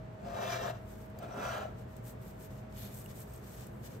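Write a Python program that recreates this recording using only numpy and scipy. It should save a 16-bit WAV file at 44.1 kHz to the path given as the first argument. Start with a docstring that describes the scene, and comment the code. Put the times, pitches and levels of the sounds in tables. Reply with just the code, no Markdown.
"""A gritty, hollow scrape, twice: a plant pot is turned on a tabletop, its foot catching and slipping
in tiny steps that ring pot and table. A hand brushes through the leaves, which swish and tick,
faintly at first and louder once the pot is still. Ventilation rumble and hum fill the small room."""
import sys
import numpy as np
from scipy import signal
from scipy.fft import rfft, irfft
from scipy.io import wavfile
from scipy.ndimage import uniform_filter1d

SR = 44100
rng = np.random.default_rng(int(sys.argv[2]) if len(sys.argv) > 2 else 0)


def to_wav(sig):
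    """Store sig (one row per channel, or 1-D mono) as 16-bit WAV at the path in sys.argv[1].

    Samples outside -1..1 are clipped; the rate is SR.
    """
    pcm = np.clip(np.atleast_2d(sig), -1, 1) * 32767
    pcm = np.round(pcm).astype(np.int16)
    wavfile.write(sys.argv[1], SR, pcm.T)  # frames by channels


N = 176400

# Scrape envelopes, one list per turn: time_s, low_judder_db, mid_rasp_db, high_grit_db
TURNS = [
    [(.2, -59, -78, -77), (.24, -50.5, -64, -70), (.26, -43.5, -56.5, -66), (.325, -44, -54, -60),
     (.37, -38.5, -47.5, -56), (.43, -37, -43.5, -48), (.47, -38, -47.5, -48.5), (.53, -40, -40.5, -44.5),
     (.595, -40.5, -49.5, -53.5), (.646, -38, -42, -49.5), (.708, -38, -46.5, -53.5), (.722, -52, -66, -63),
     (.78, -67, -68, -68)],
    [(1.17, -55, -72, -73), (1.21, -51, -59, -64.5), (1.236, -42, -51, -63.5), (1.282, -52, -59, -65.5),
     (1.345, -45.5, -51.5, -60.5), (1.41, -43, -42.5, -51.5), (1.456, -40, -40.5, -48.5),
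     (1.52, -41.5, -42, -47.5), (1.57, -40, -43, -49), (1.61, -44, -45, -54.5),
     (1.658, -39.5, -52.5, -61.5), (1.69, -58, -59, -69), (1.72, -72, -67, -78)],
]
# Leaf tone, airy hiss and papery body: freq_hz, gain_db
LEAF_HISS_EQ = [(1500, -24), (4000, -16), (6500, -2.5), (8200, 5.5), (12000, 7), (15500, 2)]
LEAF_BODY_EQ = [(400, -15), (1000, 4), (1800, 5), (2300, 3), (3000, 4.5), (4500, 2.5), (6500, 5),
                (9000, -3), (15000, -42)]
LEAF_GRAINS_PER_S, LEAF_SPREAD_DB = 4500, 2.2


def pot_scrape():
    """Slips of the foot ring table and pot; fine grit hisses and rings the wall."""
    # Deep pot-and-table modes, hollow pot modes and high wall modes:
    # pitch_hz, width_hz, first_turn_db, second_turn_db, left_minus_right_db
    body_modes = [(396, 29, -7.5, -9, -2.5), (501, 53, -7, -9, 0), (558, 46, -3, -3.5, -1),
                  (626, 47, -4, -2.5, 5), (686, 43.5, 2.5, 2, 6), (740, 44, -5, -3, 6),
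                  (850, 78, -13, -12, 12.5)]
    hollow_modes = [(1000, 42, -10, -1, -8), (1062, 32, 7.5, 2, 5.5), (1152, 30, -3, 1.5, 3),
                    (1210, 26, 5.5, -2, 5.5), (1310, 26, 4.5, 9, -3), (1429, 26, 0, 9.5, -1),
                    (1618, 28, 1, 0, -6), (1705, 38, -0.5, -1.5, -7), (1825, 55, 1.5, -9, 3)]
    wall_modes = [(2013, 56, 3.5, 4.5, -6), (2343, 33, 6.5, 8, -6), (2472, 52, -1, 3.5, 7),
                  (2662, 28, 7, 6, 1), (2756, 45, 3, -3, 6), (2910, 50, -1, 3.5, 9),
                  (3140, 64, 1.5, 2, 3.5), (3290, 37, -2, 0, 4), (3500, 46, 4.5, 5, 5.5),
                  (3760, 35, 1, 1, 5), (3865, 62, 1, -4, 8), (4070, 40, 0, -6.5, 10),
                  (4480, 50, -7, -2.5, 14), (4730, 54, -5, -11, 4), (4920, 70, -1.5, -7, 10),
                  (5580, 30, -2, -10, 10), (5780, 33, 1.5, 0, 14), (6060, 56, -5, -7.5, 15),
                  (6680, 35, -5, -7, 3), (7300, 40, 0, -12, 6), (8100, 63, -6.5, -16, -2),
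                  (8530, 53, -6, -1, 4)]
    # Broad tone of the low, middle and high friction: freq_hz, gain_db
    judder_eq = [(100, -18), (200, -5.5), (310, -4), (450, -7.5), (650, 8), (800, 0), (1100, -18),
                 (2500, -40.5)]
    rasp_eq = [(500, -29), (900, 6.5), (1150, -2.5), (1500, 2.5), (1800, -13), (2200, -15), (4000, -38)]
    grit_eq = [(900, -11), (1800, 6), (2400, 4.5), (3500, 0.5), (5000, -3), (6800, -1.5), (8600, -8),
               (12000, -4), (15500, -9)]
    t = np.arange(N) / SR
    envelopes = np.zeros((3, N))
    for rows in TURNS:
        time_s, *curves = np.array(rows).T
        gate = np.clip(np.minimum(t - time_s[0], time_s[-1] - t) / 0.02 + 1, 0, 1)
        envelopes += gate * undb([np.interp(t, time_s, db) for db in curves])
    judder_env, rasp_env, grit_env = envelopes
    second_turn = t > (TURNS[0][-1][0] + TURNS[1][0][0]) / 2
    chatter = undb(0.8 * wander(69.8))
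    slips = lambda: chatter * close_stereo(grains(per_s=1000, spread_db=1.2), shared=0.7, above_hz=100)
    sand = lambda: chatter * close_stereo(grains(per_s=1800, spread_db=0.9), shared=0.96, above_hz=100)
    low = undb(.8) * resonate(slips(), body_modes, second_turn)
    low += undb(-8) * colour(slips(), judder_eq)
    middle = undb(.5) * resonate(slips(), hollow_modes, second_turn)
    middle += undb(-8) * colour(slips(), rasp_eq)
    high = undb(-1.5) * resonate(sand(), wall_modes, second_turn)
    high += undb(-4.5) * pan(0.5) * shell_ring(colour(sand(), grit_eq))
    return judder_env * even_pressure(low) + rasp_env * even_pressure(middle) + grit_env * high


def resonate(drive, modes, second_turn):
    """Friction drives damped resonances whose shares wander with the contact point; rms 1."""
    out = 0
    for k, (pitch_hz, width_hz, first_db, second_db, side_db) in enumerate(modes):
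        gain = undb(np.where(second_turn, second_db, first_db) + 2.1 * wander(16.3))
        ring = signal.lfilter(*signal.iirpeak(pitch_hz, pitch_hz / width_hz, SR), drive)
        out = out + (-1) ** k * pan(side_db) * gain * ring
    return unit(out)


def shell_ring(x, t60_s=.035, sets_per_s=5):
    """The wall's countless weak modes ring, one set crossfading into the next as the pot turns."""
    t = np.arange(int(t60_s * SR)) / SR
    position = np.arange(N) / SR * sets_per_s
    out = np.zeros((2, N))
    for k in range(int(TURNS[-1][-1][0] * sets_per_s) + 2):
        response = rng.standard_normal(len(t)) * undb(-60 * t / t60_s)
        response /= np.linalg.norm(response)
        crossfade = np.cos(np.pi / 2 * np.clip(position - k, -1, 1))
        out += signal.oaconvolve(x * crossfade, response[None], axes=1)[:, :N]
    return out


def even_pressure(x, window_s=.025):
    """The hand presses evenly, so the strength holds from one moment to the next; rms 1."""
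    power = np.mean(x ** 2, axis=0)
    for _ in range(2):
        power = uniform_filter1d(power, int(window_s * SR))
    return x / np.sqrt(power + 1e-12)


def table_nudges():
    """The tabletop rumbles briefly under the push."""
    # Dull bumps: peak_s, width_s, level_db
    nudges = [(0.256, 0.017, -51), (.69, 0.024, -51), (1.248, 0.029, -47.5), (1.382, 0.023, -42.5)]
    # Tabletop tone: freq_hz, gain_db
    table_eq = [(70, -28), (130, 0), (185, 4), (250, -2), (320, -11), (420, -4), (800, -47)]
    return sum(swell(*nudge) for nudge in nudges) * colour(rng.standard_normal(N), table_eq)


def foot_squeaks(pitch_hz=5790):
    """For an instant the foot sticks and slips in step with one high ring of the wall."""
    # Faint squeaks: peak_s, width_s, level_db
    squeaks = [(0.567, 0.01, -57), (0.627, 0.028, -57), (1.331, .011, -64.5), (1.5, 0.056, -64)]
    t = np.arange(N) / SR
    tone = np.sin(2 * np.pi * pitch_hz * t + 0.4 * wander(150))
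    return sum(swell(*squeak) for squeak in squeaks) * pan(13) * tone


def leaf_rustle(trim_db=-5):
    """Leaves slide over skin and each other: swells of fine hiss and crinkles with a papery body."""
    # Faint stir under the hand, before the trim: time_s, level_db
    stir = [(0, -78), (.8, -70), (1.9, -74), (2.7, -75), (3.0, -79), (3.6, -66), (3.78, -67), (4, -65)]
    # Swishes, before the trim: peak_s, rise_s, fall_s, level_db, body_over_hiss_db
    swishes = [(0.9, 0.032, 0.073, -62, -2), (1.02, 0.078, 0.04, -63.5, -3), (1.8, 0.029, 0.026, -63, 0),
               (1.965, 0.044, 0.024, -64.5, 0.5), (2.08, 0.027, 0.031, -51.5, -7.5),
               (2.275, 0.046, 0.041, -57, -4), (2.445, 0.038, 0.021, -53, -5),
               (2.54, 0.032, 0.057, -61.5, -1), (2.815, .05, 0.091, -51.5, -2),
               (2.955, 0.025, 0.08, -49.5, -8), (3.11, 0.023, 0.012, -56, 1),
               (3.205, 0.045, 0.028, -49.5, -6.5), (3.345, 0.052, 0.034, -55.5, -4),
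               (3.48, 0.046, 0.037, -58.5, -0.5), (3.545, 0.03, 0.02, -52, -4.5),
               (3.605, 0.035, 0.048, -55, 1), (3.86, 0.019, 0.017, -53.5, -0.5),
               (3.93, 0.032, 0.028, -58, 0.5)]
    t = np.arange(N) / SR
    hiss_power = undb(np.interp(t, *np.array(stir).T)) ** 2
    body_power = np.zeros(N)
    for peak_s, rise_s, fall_s, level_db, body_db in swishes:
        envelope = swell(peak_s, np.where(t < peak_s, rise_s, fall_s), level_db)
        hiss_power += envelope ** 2
        body_power += (envelope * undb(body_db)) ** 2
    flutter = undb(1.5 * wander(60))
    rub = lambda eq: colour(flutter * grains(LEAF_GRAINS_PER_S, LEAF_SPREAD_DB), eq)
    hiss = close_stereo(rub(LEAF_HISS_EQ) + undb(-7.5) * np.array([crinkles(), crinkles()]))
    body = rub(LEAF_BODY_EQ) * pan(4)
    return undb(trim_db) * (np.sqrt(hiss_power) * hiss + np.sqrt(body_power) * body)


def crinkles(per_s=490, low_hz=6850, high_hz=15170, decay_s=0.0018, spread_db=3.5):
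    """Tiny buckles of a leaf, each a very short ring at its own pitch; rms 1."""
    out, t = np.zeros(N), np.arange(SR // 50) / SR
    for when, place, chance in rng.random((int(per_s * N / SR), 3)):
        pitch_hz = low_hz + place * (high_hz - low_hz)
        size = undb(-spread_db * np.log(max(chance, .01)))
        i = int(when * (N - len(t)))
        out[i:i + len(t)] += size * np.exp(-t / decay_s) * np.sin(2 * np.pi * pitch_hz * t)
    return unit(out)


def leaf_drag():
    """One leaf drags along the back of the hand with a fuller, hollow swish."""
    # Tone of leaf on skin: freq_hz, gain_db
    drag_eq = [(900, -14), (1850, 0), (2500, 0), (3300, 3.5), (4200, 1), (5500, -9), (8500, -14),
               (11300, 5), (12800, 3), (15000, -10)]
    rub = colour(grains(LEAF_GRAINS_PER_S, LEAF_SPREAD_DB), drag_eq)
    return swell(peak_s=2.83, width_s=0.044, level_db=-53) * close_stereo(rub)


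def leaf_ticks(decay_s=.0035):
    """A leaf edge snaps free with a short bright tick."""
    # Snaps: start_s, level_db, body_over_hiss_db
    ticks = [(1.064, -68, -13), (1.1, -62, -9), (1.188, -48, -8), (1.228, -56, -9), (1.966, -53, -7),
             (2.4, -57, -11), (2.724, -61.5, 2), (2.946, -47, -18), (2.987, -47, -23), (3.017, -52, -15),
             (3.043, -52, -14), (3.06, -52, -6), (3.204, -48, -16), (3.337, -49, -14), (3.64, -63, -13),
             (3.668, -50, -12)]
    hiss = close_stereo(colour(rng.standard_normal((2, N)), LEAF_HISS_EQ))
    body = close_stereo(colour(rng.standard_normal((2, N)), LEAF_BODY_EQ))
    fade = np.exp(-np.arange(SR // 20) / SR / decay_s)
    out = np.zeros((2, N))
    for start_s, level_db, body_db in ticks:
        span = slice(int(start_s * SR), int(start_s * SR) + len(fade))
        out[:, span] += undb(level_db) * fade * (hiss[:, span] + undb(body_db) * body[:, span])
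    return out


def stem_knocks(decay_s=.003):
    """Stiff stems click together and ring for a few milliseconds."""
    # Pitched clicks: start_s, pitch_hz, level_db
    knocks = [(1.19, 4800, -54), (3.06, 2850, -47), (3.361, 8300, -50)]
    out, t = np.zeros(N), np.arange(SR // 30) / SR
    for start_s, pitch_hz, level_db in knocks:
        i = int(start_s * SR)
        out[i:i + len(t)] += undb(level_db) * np.exp(-t / decay_s) * np.sin(2 * np.pi * pitch_hz * t)
    return out


def close_stereo(x, shared=1, above_hz=7960):
    """Both microphone ports hear a share of a close sound, out of step; less of it below above_hz."""
    # Phase lead of the left side: freq_hz, lead_rad
    port_phase = [(0, -1), (430, 0.4), (700, 1.64), (1100, 4.5), (1400, 5.5), (1890, 5), (3600, 8),
                  (5500, 5), (8000, 6), (9300, 3.5), (10700, 2.5), (11800, 0.5), (15500, 1.2)]
    freq_hz = np.fft.rfftfreq(N, 1 / SR)
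    lead = np.exp(.5j * np.interp(freq_hz, *np.array(port_phase).T))
    share = shared * np.clip(freq_hz / above_hz, 0, 1) ** 2
    mid, side = rfft(x) * np.sqrt([(1 + share) / 2, (1 - share) / 2])
    return irfft(np.array([(mid + side) * lead, (mid - side) / lead]), N)


def near_echo(x, delay_s=.0017, echo_db=-10):
    """One early reflection off a nearby surface combs the rustle."""
    reflection = undb(echo_db) * np.roll(x, int(delay_s * SR), axis=1)
    return (x + reflection) / np.hypot(1, undb(echo_db))


def room(x, t60_s=0.53, damping_hz=4020):
    """A small furnished room adds a short, dark, diffuse tail."""
    t = np.arange(SR // 2) / SR
    tail = rng.standard_normal((2, len(t))) * undb(-60 * t / t60_s) * (t > .004)
    tail /= np.linalg.norm(tail, axis=1, keepdims=True)
    tail = signal.lfilter(*signal.butter(1, damping_hz, fs=SR), tail)
    return x + undb(-10) * signal.fftconvolve(x, tail, axes=1)[:, :N]


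def ventilation():
    """The ventilation lays down a steady low rumble with a few wavering hum lines."""
    # Rumble tone, centre and sides: freq_hz, gain_db
    mid_eq = [(20, -27), (33, -27), (52, 0.5), (66, -7.5), (85, -1.5), (125, 1), (155, -6), (205, -4),
              (290, -14.5), (420, -12), (700, -19.5), (1000, -23.5), (1600, -27), (2500, -35.5),
              (5000, -46), (8000, -50), (15000, -96)]
    side_eq = [(25, -39), (60, -1), (130, -5), (220, 0), (400, -2.5), (700, 2), (1100, -9), (2000, -15),
               (5000, -33), (8000, -33), (15000, -43)]
    # Hum lines: pitch_hz, level_db, phase_wander_rad, drift_db_per_s
    hum_lines = [(58.4, -62, 1.6, 0), (120, -54, 0.85, 0), (204.6, -57.5, 0.77, -0.5),
                 (635.7, -58, 0.58, -2)]
    t = np.arange(N) / SR
    mid = undb(-48) * colour(rng.standard_normal(N), mid_eq)
    side = undb(-55.5) * colour(rng.standard_normal(N), side_eq)
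    hum = np.zeros(N)
    for pitch_hz, level_db, wander_rad, drift_db_per_s in hum_lines:
        waver = undb(2.0 * wander(8.3))
        tone = np.sin(2 * np.pi * pitch_hz * t + wander_rad * wander(8))
        hum += undb(level_db + drift_db_per_s * t) * unit(waver * tone)
    return mid + hum + side * np.array([[1], [-1]])


def grains(per_s, spread_db):
    """Friction as random tiny impulses, a few much larger, with their own sign on each side; rms 1."""
    when, chance, left, right = rng.random((int(per_s * N / SR), 4)).T
    size = undb(-spread_db * np.log(np.maximum(chance, .01)))
    onsets = (when * N).astype(int)
    return unit(np.array([np.bincount(onsets, size * np.sign(side - .5), N) for side in (left, right)]))


def swell(peak_s, width_s, level_db):
    """Bell-shaped envelope; width_s is its standard deviation."""
    t = np.arange(N) / SR
    return undb(level_db) * np.exp(-.5 * ((t - peak_s) / width_s) ** 2)


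def colour(x, eq):
    """Equalise through (freq_hz, gain_db) points; rms 1."""
    freq_hz, gain_db = np.array(eq).T
    bins_hz = np.maximum(np.fft.rfftfreq(N, 1 / SR), 1)
    gain = undb(np.interp(np.log(bins_hz), np.log(freq_hz), gain_db))
    return unit(irfft(rfft(x) * gain, N))


def wander(rate_hz):
    """Smooth random modulation; rms 1."""
    hold = int(SR / rate_hz)
    steps = np.repeat(rng.standard_normal(N // hold + 1), hold)
    return unit(uniform_filter1d(uniform_filter1d(steps, hold), hold)[:N])


def pan(db):
    """Stereo gains with the left side db louder than the right."""
    return undb(np.array([[db], [-db]]) / 2)


def undb(db):
    """Decibels to gain."""
    return 10 ** (np.asarray(db) / 20)


def unit(x):
    """Scale to rms 1."""
    return x / np.sqrt(np.mean(x ** 2))


def scene():
    """Pot and leaves in the room, over the ventilation."""
    pot = pot_scrape() + table_nudges() + foot_squeaks()
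    plant = near_echo(leaf_rustle() + leaf_drag()) + leaf_ticks() + stem_knocks()
    return room(pot + plant) + ventilation()


def record(dry):
    """A steep low-pass cuts the very top."""
    cutoff_hz = 15700
    return signal.sosfilt(signal.ellip(10, .2, 80, cutoff_hz, fs=SR, output="sos"), dry)


dry = scene()
out = record(dry)
to_wav(out)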